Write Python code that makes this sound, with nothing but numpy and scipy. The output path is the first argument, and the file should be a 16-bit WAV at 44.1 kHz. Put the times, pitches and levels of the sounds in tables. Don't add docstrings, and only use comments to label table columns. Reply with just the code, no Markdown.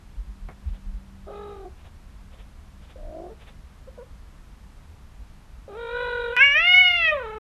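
import sys
import numpy as np
from scipy import signal
from scipy.fft import rfft, irfft, next_fast_len
from scipy.io import wavfile
from scipy.ndimage import uniform_filter1d, map_coordinates

SR = 44100
rng = np.random.default_rng(int(sys.argv[2]) if len(sys.argv) > 2 else 0)


def int16_out(signal):
    q = np.round(np.clip(np.atleast_2d(signal).T, -1, 1) * 32767)
    wavfile.write(sys.argv[1], SR, q.astype(np.int16))


N = 329496
T = np.arange(N) / SR

# time in seconds, pitch in Hz.
MEOW_PITCH = [(5.68, 420), (5.735, 391.6), (5.78, 470.7), (5.88, 463), (5.94, 483.7), (6.03, 490),
              (6.31, 470.5), (6.345, 497), (6.383, 485), (6.41, 540.7), (6.445, 563), (6.52, 562.5),
              (6.635, 688.6), (6.69, 718.8), (6.805, 736.4), (6.97, 696.8), (7.14, 598.9), (7.255, 438),
              (7.39, 430)]
# time in seconds, effort in dB.
MEOW_EFFORT = [(5.68, -29.5), (5.79, -9), (6.03, 2), (6.31, -1.5), (6.363, -1.5), (6.372, 19),
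               (6.441, 22.5), (6.502, 17), (6.58, 22), (6.639, 21.5), (6.76, 26.5), (6.9, 22), (7.09, 19.5),
               (7.14, 4.5), (7.2, 0.5), (7.389, -6)]
# time in seconds, opening from 0 (shut) to 1 (wide).
MEOW_OPENING = [(6.31, 0.01), (6.351, 0.18), (6.364, 0.45), (6.53, 0.5), (6.68, 0.96), (7.08, 0.95),
                (7.127, 0.06), (7.27, 0.13)]
# time in seconds, treble cut in dB per octave.
MEOW_MUFFLING = [(7.12, 0.5), (7.2, 4)]

def meow(rough_shut=0.1, rough_open=0.022):
    t = T[(T > MEOW_PITCH[0][0]) & (T < MEOW_PITCH[-1][0])]
    effort_db = smooth(at_time(MEOW_EFFORT, t), SR // 250)
    opening = smooth(at_time(MEOW_OPENING, t), SR // 250)
    rough = rough_open + (rough_shut - rough_open) * (1 - opening) ** 3
    muffle_db = at_time(MEOW_MUFFLING, t)
    return vocal_folds(t, at_time(MEOW_PITCH, t), effort_db, opening, muffle_db, trill=0.77, rough=rough)

# start and end in seconds; first, middle and last pitch in Hz; peak effort in dB,
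# place of that peak from 0 to 1, drop in effort at the ends in dB, treble cut in dB per octave,
# trill strength, roughness from 0 to 1.
SOFT_MEWS = [(1.265, 1.662, 393.5, 410.4, 372.4, -19, 0.26, 13, 0, 1.17, .17),
             (1.647, 1.694, 356, 366.5, 383, -26, 0, 13, 26, 0.48, .08),
             (2.975, 3.309, 306.2, 312.2, 381.7, -31, 0.92, 30, 14, 1.56, 0.48),
             (3.292, 3.337, 430, 444, 427, -27, .5, 6, 6, .5, .25),
             (3.87, 3.896, 504, 525, 515, -32.5, .6, 8, 8, 0.23, 0.1),
             (3.978, 4.034, 554, 469, 565, -19.5, 0.3, 6, 14, 0.19, .02)]

def mews(margin_s=0.0019):
    out = np.zeros(N)
    for start, end, first, middle, last, peak_db, peak_at, drop_db, muffle_db, trill, rough in SOFT_MEWS:
        t = T[(T > start - margin_s) & (T < end + margin_s)]
        place = np.linspace(-1, 1, len(t))
        pitch = middle + place * (last - first) / 2 + place ** 2 * ((first + last) / 2 - middle)
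        off_peak = np.interp((t - start) / (end - start), [0, peak_at, 1], [1, 0, 1])
        out += vocal_folds(t, pitch, peak_db - drop_db * off_peak ** 2, 0, muffle_db, trill, rough)
    return out

# frequency in Hz, dB gained per dB of effort.
EFFORT_GAIN = [(650, .5), (1300, 1)]

def vocal_folds(t, pitch, effort_db, opening, muffle_db, trill, rough,
                base_db=-44, muffle_hz=930, breathy_hz=10000, creak_hz=610, fade_s=0.0073):
    pitch = smooth(pitch, SR // 45)
    age = t - t[0]
    shut, wide = np.maximum(1 - 2 * opening, 0), np.maximum(2 * opening - 1, 0)
    rough = np.maximum(rough, trill * 0.42 * np.exp(-(age / 0.13) ** 2))
    gentle = np.clip(1 - effort_db / 8.5, 0, 1)
    depth = trill * (0.081 + 0.429 * np.sqrt(shut) * gentle)
    flutter_hz = (52.42 - 10.5 * age) * (1 + .1 * wobble(25, t))
    dip = np.sin(np.pi * np.cumsum(flutter_hz) / SR) ** 4
    flutter = depth * (dip - dip.mean())
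    wander = .002 * wobble(40, t)
    jitter = 0.047 * rough * wobble(220, t)
    pitch = pitch * (1 - 0.15 * flutter + jitter + wander)
    phase = 2 * np.pi * np.cumsum(pitch) / SR
    voice = np.zeros(len(t))
    for k in range(1, 23):
        hz = k * pitch
        level_db = base_db + effort_db * at_hz(EFFORT_GAIN, hz) + nose_and_mouth_db(hz, shut, wide)
        level_db -= muffle_db * np.log2(np.maximum(hz / muffle_hz, 1))
        tone = np.sin(k * phase + rng.uniform(0, 2 * np.pi))
        rasp = 0.3 * rough * np.sqrt(k) + (hz / breathy_hz) ** 3
        harmonic = (tone + rasp * fuzz(k * phase, 350, t)) / np.hypot(1, rasp)
        choke_db = -6 * np.sqrt(min(k, 3)) * flutter * (1 + 0.96 * wobble(28, t))
        shimmer_db = 0.91 * np.sqrt(k) * wobble(59.93, t)
        voice += amp(level_db + choke_db + shimmer_db) * harmonic
    creak_gain = amp(-20 + effort_db * at_hz(EFFORT_GAIN, creak_hz)) * rough ** 2
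    creak = creak_gain * fuzz(2 * np.pi * creak_hz * t, 200, t) * (1 - flutter)
    fade = np.clip(np.minimum(age, t[-1] - t) / fade_s, 0, 1)
    return np.interp(T, t, np.sqrt(2) * (voice + creak) * fade)

# frequency in Hz, gain in dB.
NOSE_TONE = [(300, 9), (355, 19), (400, 12), (490, 13.5), (595, 22.5), (690, 18), (760, 10), (930, 3),
             (985, 6), (1270, 14), (1400, 5.5), (1475, 12.5), (1600, 0), (1930, -3.5), (2150, -7),
             (2400, -3.5), (2850, -11), (3100, -3.5), (3400, -10.5), (3850, -1), (4400, -29.5), (5500, -45),
             (13000, -40.5)]
HALF_OPEN_TONE = [(550, -11), (1000, -2.5), (1150, -17.5), (1480, 3.5), (1700, 0), (1950, 0.5), (2250, 5),
                  (2750, 3), (3000, -4.5), (3300, -19.5), (3800, -32.5), (4150, -43), (4700, -43.5),
                  (5100, -33.5), (5700, -25.5), (6300, -48), (7000, -61.5), (12000, -53.5)]
WIDE_OPEN_TONE = [(600, -1), (720, -6), (1250, -13.5), (1470, -13), (1850, -0.5), (2300, 2), (2900, -1),
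                  (3300, -7), (3700, -17), (4300, -25), (5100, -31.5), (5800, -38), (6600, -47.5),
                  (7500, -73), (10000, -58.5), (11500, -46.5), (13000, -53)]
# centre in Hz,
# width in Hz, gain in dB.
ROOM_RIPPLES = [(618, 17, 11), (645.6, 15, -7), (1614, 40, 11), (1916, 120, 5.5), (2035, 65, -9.5),
                (2208, 43, 5.5)]

def nose_and_mouth_db(hz, shut, wide):
    nose_db = shut * at_hz(NOSE_TONE, hz)
    mouth_db = (1 - shut - wide) * at_hz(HALF_OPEN_TONE, hz) + wide * at_hz(WIDE_OPEN_TONE, hz)
    ripple_db = sum(db * np.exp(-((hz - centre) / width) ** 2) for centre, width, db in ROOM_RIPPLES)
    return nose_db + mouth_db + (1 - shut) * ripple_db

# start in seconds, pitch in Hz, level in dB.
THROAT_POPS = [(1.266, 674, -52), (2.958, 525, -32), (3.869, 560, -41), (3.977, 580, -30.5),
               (5.679, 547, -29.5)]

def throat_pops(decay_s=0.047, attack_s=0.002):
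    out, t = np.zeros(N), np.arange(SR // 8) / SR
    for start, hz, db in THROAT_POPS:
        envelope = amp(db - 60 * t / decay_s) * (1 - np.exp(-t / attack_s))
        out[round(start * SR):][:len(t)] += envelope * np.sin(2 * np.pi * hz * t)
    return out

# frequency in Hz, gain in dB.
SMACK_TONE = [(900, -25), (1600, -0.5), (2500, 5.5), (3100, -21.5), (3600, -13.5), (4400, -29), (5100, -17),
              (6000, -40.5), (12000, -58)]

def lip_smack():
    return burst(SMACK_TONE, start=6.366, db=-20, decay_s=.04)

# time of the first sniff's peak in seconds, its level in dB.
SNIFF_PAIRS = [(0.684, -60), (1.799, -58.5), (2.339, -57), (2.843, -56.5), (3.421, -53)]
# frequency in Hz, gain in dB.
NOSTRIL_TONE = [(200, -33), (550, -0.5), (1100, -11), (2200, -9.5), (3600, -9.5), (4500, -26),
                (12000, -34.5)]

def sniffs(width_s=.032, gap_s=.065, second_boost_db=2.5):
    puff = lambda s: np.exp(-2 * ((T - s) / width_s) ** 2)
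    envelope = sum(amp(db) * (puff(s) + amp(second_boost_db) * puff(s + gap_s)) for s, db in SNIFF_PAIRS)
    return noise(NOSTRIL_TONE) * envelope

# time of the peak in seconds, pitch in Hz, level in dB.
BEDDING_BUMPS = [(0.198, 45, -24.5), (0.302, 49, -29), (0.444, 36.2, -28.5), (0.678, 66.4, -21),
                 (0.723, 42, -23), (0.891, 33.8, -26), (0.952, 45.8, -25.5), (3.03, 31.7, -35.5),
                 (3.09, 32.2, -36), (5.214, 53, -31.5)]

def bedding_bumps(width_cycles=1.09):
    return sum(amp(db) * np.exp(-((T - s) * hz / width_cycles) ** 2) * np.cos(2 * np.pi * hz * (T - s))
               for s, hz, db in BEDDING_BUMPS)

# frequency in Hz, gain in dB.
TAP_TONE = [(150, 4), (400, 1.5), (750, 0), (1400, -2.5), (1850, -8.5), (2200, -6), (2600, -19),
            (5000, -39), (12000, -37.5)]

def tap():
    return burst(TAP_TONE, start=.487, db=-38.5, decay_s=.14)

# frequency in Hz, seconds to fade by 60 dB.
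ROOM_DECAY = [(200, 0.32), (2000, 0.39), (10000, 0.013)]

def room_echo(sound):
    hz, t, spectrum = signal.stft(rng.standard_normal(SR // 3), SR, nperseg=256)
    decay = amp(-60 * t / at_hz(ROOM_DECAY, hz)[:, None])
    tail = signal.istft(spectrum * decay, SR, nperseg=256)[1]
    delayed_tail = np.pad(tail / np.linalg.norm(tail), (SR // 250, 0))
    return signal.fftconvolve(sound, delayed_tail)[:N]

# time in seconds, level in dB.
DRONE_LEVEL = [(.2, -69), (.35, -52), (1.45, -51.5), (1.65, -77), (2.45, -66.5), (2.85, -56), (3.15, -66)]

def drone(hz=194):
    level_db = at_time(DRONE_LEVEL, T) + 2.2 * wobble(6, T)
    return amp(level_db) * np.sin(2 * np.pi * hz * T + wobble(4.5, T))

# frequency in Hz, gain in dB.
RUMBLE_TONE = [(12, -31.5), (20, -1), (59, -2), (84, -5.5), (116, -19), (141, -11), (166, -23),
               (195, -14.5), (242, -22), (344, -27.5), (373, -29.5), (545, -31), (1070, -30), (2560, -38),
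               (13000, -51), (16900, -65.5), (22000, -120)]

def microphone_rumble(db=-45):
    return amp(db) * noise(RUMBLE_TONE)

def amp(db):
    return 10 ** (np.asarray(db) / 20)

def at_hz(rows, hz):
    row_hz, values = np.transpose(rows)
    return np.interp(np.log(hz + 1), np.log(row_hz + 1), values)

def at_time(rows, t):
    return np.interp(t, *np.transpose(rows))

def smooth(curve, samples):
    return uniform_filter1d(curve, size=samples, mode="nearest")

def wobble(rate, t):
    place = (t - t[0]) * rate
    return map_coordinates(rng.standard_normal(int(place[-1]) + 4), [place])

def fuzz(phase, width_hz, t):
    return wobble(width_hz, t) * np.cos(phase) + wobble(width_hz, t) * np.sin(phase)

def filtered(sound, gain_at):
    size = next_fast_len(N + SR // 2)
    return irfft(rfft(sound, size) * gain_at(np.fft.rfftfreq(size, 1 / SR)), size)[:N]

def noise(tone):
    shaped = filtered(rng.standard_normal(N), lambda hz: amp(at_hz(tone, hz)))
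    return shaped / np.sqrt(np.mean(shaped ** 2) + 1e-20)

def burst(tone, start, db, decay_s):
    return noise(tone) * (T > start) * amp(db - 60 * np.abs(T - start) / decay_s)

def scene(echo_db=-18):
    kitten = mews() + meow() + throat_pops() + lip_smack() + sniffs()
    echo = amp(echo_db) * room_echo(kitten)
    return (kitten + echo + bedding_bumps() + tap() + drone() + microphone_rumble())[None]

def record(dry, end_s=7.383, top_hz=13140):
    running = np.clip((end_s - T) / .004 + .5, 0, 1)
    return filtered(dry[0] * running, lambda hz: hz < top_hz)[None]

dry = scene()
out = record(dry)
int16_out(out)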